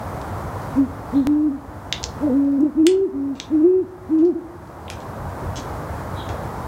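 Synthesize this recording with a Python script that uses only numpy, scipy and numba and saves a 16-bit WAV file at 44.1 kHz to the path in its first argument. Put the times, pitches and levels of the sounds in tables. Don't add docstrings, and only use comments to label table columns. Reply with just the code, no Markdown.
import sys
import numpy as np
from scipy import signal
from scipy.fft import rfft, irfft
from scipy.io import wavfile
from scipy.ndimage import uniform_filter1d
from numba import njit

SR = 44100
rng = np.random.default_rng(int(sys.argv[2]) if len(sys.argv) > 2 else 0)


def master_out(mix):
    frames = np.transpose(np.atleast_2d(mix))
    ceiling = np.clip(frames, -1, 1)
    pcm = np.round(ceiling * 32767).astype(np.int16)
    wavfile.write(sys.argv[1], SR, pcm)


N = 294147
TIME = np.arange(N) / SR
WASH_DB = -28.5


def gain_of(db):
    return 10 ** (np.asarray(db) / 20)


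def unit_rms(x):
    return x / np.sqrt(np.mean(x ** 2) + 1e-20)


def add(mix, start_s, sound):
    part = mix[round(start_s * SR):][:len(sound)]
    part += sound[:len(part)]


def band(x, low_hz, high_hz, order=2):
    edges_hz = [low_hz, min(high_hz, SR * .49)]
    return signal.sosfilt(signal.butter(order, edges_hz, "band", fs=SR, output="sos"), x)


def drift(size, rate_hz):
    hz = np.fft.rfftfreq(N, 1 / SR)
    spectrum = rfft(rng.standard_normal(N)) / (1 + (hz / rate_hz) ** 4)
    return unit_rms(irfft(spectrum, N))[:size]


def woods(x, t60_s, rise_s, dull_hz=11500):
    taps = rng.standard_normal(SR) * (rng.random(SR) < 8000 / SR)
    taps *= 1 - np.exp(-TIME[:SR] / rise_s)
    hz, t, spectra = signal.stft(taps, SR, nperseg=128)
    decay_db = -60 * t / t60_s * (1 + (hz[:, None] / dull_hz) ** 3)
    response = signal.istft(spectra * gain_of(decay_db), SR, nperseg=128)[1]
    return signal.fftconvolve(x, response / np.linalg.norm(response))[:N]


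def wash(patchy_db=.82, swell_db=-.34):
    # (frequency [Hz], relative spectral density [dB])
    wash_spectrum = [(22, -31.5), (33, -24.5), (46, -11.5), (62, -0.5), (100, -0.5), (200, -9),
                     (400, -12.5), (630, -10), (960, -10.5), (1410, -18), (2000, -27.5), (2700, -37.5),
                     (6700, -41), (15500, -45)]
    knot_hz, knot_db = np.transpose(wash_spectrum)
    frames, hz = N // 512 + 5, np.fft.rfftfreq(2048, 1 / SR)
    real, imag, patches = rng.standard_normal((3, frames, len(hz)))
    patches = uniform_filter1d(patches, size=10, axis=0)
    patches = unit_rms(uniform_filter1d(patches, size=12, axis=1))
    density_db = np.interp(np.log(hz + 1), np.log(knot_hz), knot_db)
    field_db = density_db + patchy_db * patches / (1 + (hz / 2500) ** 2)
    spectra = (real + 1j * imag) * gain_of(field_db)
    noise = signal.istft(spectra.T, nperseg=2048, noverlap=1536)[1][:N]
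    return gain_of(WASH_DB + swell_db * drift(N, 6.3)) * unit_rms(band(noise, 50, 20000, order=3))


def drone(hz=95, width_hz=9, db=-41):
    return gain_of(db) * np.sqrt(2) * drift(N, width_hz) * np.sin(2 * np.pi * hz * TIME)


def breeze(low_hz=38, high_hz=165):
    # (time [s], standard deviation in time [s], level [dB])
    puffs = [(5.133, 0.047, -44), (5.243, 0.035, -26), (5.484, 0.028, -28), (5.605, 0.14, -40.5)]
    strength = sum(gain_of(db) * np.exp(-((TIME - s) / width) ** 2 / 2) for s, width, db in puffs)
    return strength * unit_rms(band(rng.standard_normal(N), low_hz, high_hz, order=3))


def far_bird(arch=.22, hoarse=.077, direct_db=-4, scatter_gain=2):
    # (time [s], duration [s], pitch [Hz], level before the path gains [dB])
    chirps = [(1.142, 0.023, 3600, -47), (6.153, 0.041, 3495, -46.5)]
    out = np.zeros(N)
    for start, length, hz, db in chirps:
        arc = np.sqrt(abs(np.sin(np.linspace(0, np.pi, int(length * SR)))))
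        pitch_hz = hz * (1 + arch * (arc - .8) + hoarse * drift(len(arc), 300))
        note = gain_of(db) * np.sqrt(2) * arc * np.sin(2 * np.pi * np.cumsum(pitch_hz) / SR)
        add(out, start, gain_of(direct_db) * note)
        add(out, start, scatter_gain * woods(note, t60_s=.58, rise_s=.005))
    return out


def pop(start_s=1.2712, peak_db=-.38, decay_s=.00063):
    out = np.zeros(N)
    add(out, start_s, -gain_of(peak_db) * np.exp(-TIME[:400] / decay_s))
    return out


def faint_ticks(per_s=.8, peak_db=-35.5, spread_db=1, ring_hz=4000, top_hz=7500):
    second_hz, splinter_db, wet_db = (ring_hz + top_hz) / 2, -14, -6
    draws = rng.random((round(per_s * N / SR), 3))
    return [(when * N / SR, peak_db - spread_db * softness, ring_hz * 2 ** (octaves - .5),
             second_hz, top_hz, splinter_db, wet_db) for when, softness, octaves in draws]


def snaps(low_hz=1450, ring_q=2.6, second_gain=.2, crack_gain=.17, bite_db=-18, splinter_s=.0026):
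    # (time [s], peak level [dB], main mode [Hz], second mode [Hz],
    # upper band edge [Hz], relative splintering [dB], relative scatter from the trees [dB])
    breaks = [(.2155, -28, 4250, 7000, 8500, -13, -13), (1.9261, 4, 3390, 2680, 7090, -14.5, -10),
              (2.030, -13, 5010, 6500, 7450, -17, 1), (2.0401, .5, 5800, 4320, 7030, -21, -14),
              (2.6076, -24.5, 7000, 12060, 14900, -12, -12.5), (2.8676, 13, 3100, 7210, 9870, -11, -9.5),
              (3.3539, -26.5, 3220, 5540, 7830, -11.5, 5.5), (3.4005, 1.5, 3300, 5743, 7750, -16, -10.5),
              (4.188, -28.5, 3532, 6510, 7450, -9, 0.5), (4.2518, -21.5, 4440, 6400, 7350, -18.5, -2),
              (4.881, -18.5, 2720, 3097, 4000, -13, -9), (4.9012, -7.5, 2843, 4382, 12060, -17.5, -5.5),
              (5.0038, -26, 3910, 7000, 8020, -16, -2), (5.5581, -24, 3100, 6040, 7940, -3, 4.5),
              (5.569, -26.5, 6000, 3500, 7640, -10, 5.5), (6.2902, -26.5, 2750, 6500, 7540, -13, -3)]
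    out, t = np.zeros(N), TIME[:1500]
    for start, db, ring_hz, second_hz, top_hz, splinter_db, wet_db in breaks + faint_ticks():
        force = gain_of(splinter_db) * .5 * rng.standard_normal(len(t)) * np.exp(-t / splinter_s)
        force[0] = 1
        main = signal.lfilter(*signal.iirpeak(ring_hz, ring_q, fs=SR), force)
        second = signal.lfilter(*signal.iirpeak(second_hz, ring_q, fs=SR), force)
        snap = band(main + second_gain * second + crack_gain * force, low_hz, top_hz, order=7)
        snap += gain_of(bite_db) * crack_gain * band(force, 11000, SR / 2)
        snap *= gain_of(db) / abs(snap).max()
        add(out, start, snap)
        add(out, start, gain_of(wet_db) * woods(snap, t60_s=.24, rise_s=.005))
    return out


def syllable(length, hz, climb_hz, effort_db, tilt_db, octave_db):
    attack_s, release_s, edge_db = .027, .029, -17
    rest_hz, rise_s, fall_s, slack_db = 224.1, .02, .03, 14
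    t = np.arange(0, length, 1 / SR)
    left, along = length - t, t / length - .5
    edges = np.exp(-(t / attack_s) ** 2) + np.exp(-(left / release_s) ** 2)
    gate = np.minimum(np.minimum(t, left) / .005, 1)
    strength = gate * gain_of(effort_db + tilt_db * along + edge_db * edges)
    tension = (1 - np.exp(-(t / rise_s) ** 2)) * (1 - np.exp(-(left / fall_s) ** 2))
    pitch_hz = rest_hz + (hz + climb_hz * along - rest_hz) * tension
    overtone_db = octave_db + slack_db * (1 - tension)
    return np.transpose([strength, strength * pitch_hz, strength * overtone_db])


def phrase():
    # (time [s], duration [s], pitch [Hz], pitch climb [Hz], effort [dB],
    # level change across the syllable [dB], octave relative to the fundamental [dB])
    syllables = [(0.752, 0.12, 278.7, -2.5, -9, 1, -27), (1.126, .13, 280.6, -13, -8, 0.5, -25.5),
                 (1.241, .285, 300, 19, -6.5, 1, -32), (1.485, .103, 294.2, 0, -12.5, -3, -29),
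                 (2.203, 0.12, 300, -4, -12.5, -1.5, -11), (2.285, 0.073, 265.3, 1.5, -9.5, -3, -11.5),
                 (2.314, .312, 280, -1.5, -7, 1, -22), (2.582, .13, 305.3, -1.5, -2.9, -5, -27.5),
                 (2.75, 0.14, 320, 1, -1, 0, -35), (2.827, 0.27, 381.1, 41, -1.5, -6, -36),
                 (3.114, 0.25, 277.3, 1, -10, 0.5, -30), (3.497, .122, 318.3, -3.5, -4.5, 0.5, -29),
                 (3.562, 0.11, 341, 0.5, -7.5, -0.5, -36), (3.614, .241, 370.3, 31, -0.8, -8.5, -34.5),
                 (4.085, .175, 318.4, -2, -4, 1, -35), (4.191, .152, 359.6, -2, -2, 0, -32),
                 (4.327, .1, 339.3, 3, -14, -3, -26)]
    # (time [s], half width [s], rate [Hz], depth [0-1])
    flutters = [(2.635, 0.032, 38.3, .55), (4.394, .05, 27.2, 0.5)]
    total = np.zeros((N, 3))
    for start, *shape in syllables:
        add(total, start, syllable(*shape))
    strength = total[:, 0]
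    hz, overtone_db = total[:, 1:].T / (strength + 1e-20)
    for centre, half_width, rate_hz, depth in flutters:
        t = TIME - centre
        window = np.exp(-(t / half_width) ** 2)
        strength = strength * (1 + depth * window * np.cos(2 * np.pi * rate_hz * t))
    return strength, hz, overtone_db


def hoots(jitter=.005, shimmer=.04, rasp=.54, third_db=-21, windpipe_hz=2600, whistle_db=-53):
    throat_hz, half_width_hz, boost_db = 340, 16, 2.5
    strength, hz, overtone_db = phrase()
    phase = 2 * np.pi * np.cumsum(hz * (1 + jitter * drift(N, 70))) / SR
    overtones = gain_of(overtone_db) * (np.sin(2 * phase) + gain_of(third_db) * np.sin(3 * phase))
    tone = np.sin(phase) + overtones * (1 + rasp * drift(N, 60))
    for k in range(7, 10):
        tone += gain_of(whistle_db) * np.sin(k * phase) / (1 + ((k * hz - windpipe_hz) / 150) ** 2)
    throat_db = boost_db / (1 + ((hz - throat_hz) / half_width_hz) ** 2)
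    return tone * np.sqrt(2) * strength * gain_of(throat_db) * (1 + shimmer * drift(N, 50))


def owl(wet_db=-27):
    # (delay [s], relative level [dB])
    echoes = [(.062, -21.5), (0.106, -30.5), (.142, -29), (.27, -38.5)]
    voice = hoots()
    out = voice + gain_of(wet_db) * woods(voice, t60_s=1.3, rise_s=.06)
    for delay, db in echoes:
        add(out, delay, gain_of(db) * voice)
    return out


def scene():
    return (owl() + snaps() + pop() + far_bird() + wash() + drone() + breeze())[None]


@njit
def follow(level, start, attack, release):
    out, held = np.empty(len(level)), start
    for i in range(len(level)):
        held += (level[i] - held) / (attack if level[i] > held else release)
        out[i] = held
    return out


def record(dry):
    threshold_db, cut_per_db, attack_s, release_s = -26, .6, .12, .3
    ceiling, cutoff_hz = .88, 15900
    rms = np.sqrt(abs(uniform_filter1d(dry[0] ** 2, size=220)))
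    held = follow(rms, float(gain_of(WASH_DB)), attack_s * SR, release_s * SR)
    excess_db = np.maximum(20 * np.log10(held) - threshold_db, 0)
    ducked = dry * gain_of(-cut_per_db * excess_db)
    clipped = np.clip(ducked, -ceiling, ceiling)
    low_pass = signal.firwin(511, cutoff_hz, window=("kaiser", 9), fs=SR)
    return signal.oaconvolve(clipped, low_pass[None], "same")


dry = scene()
out = record(dry)
master_out(out)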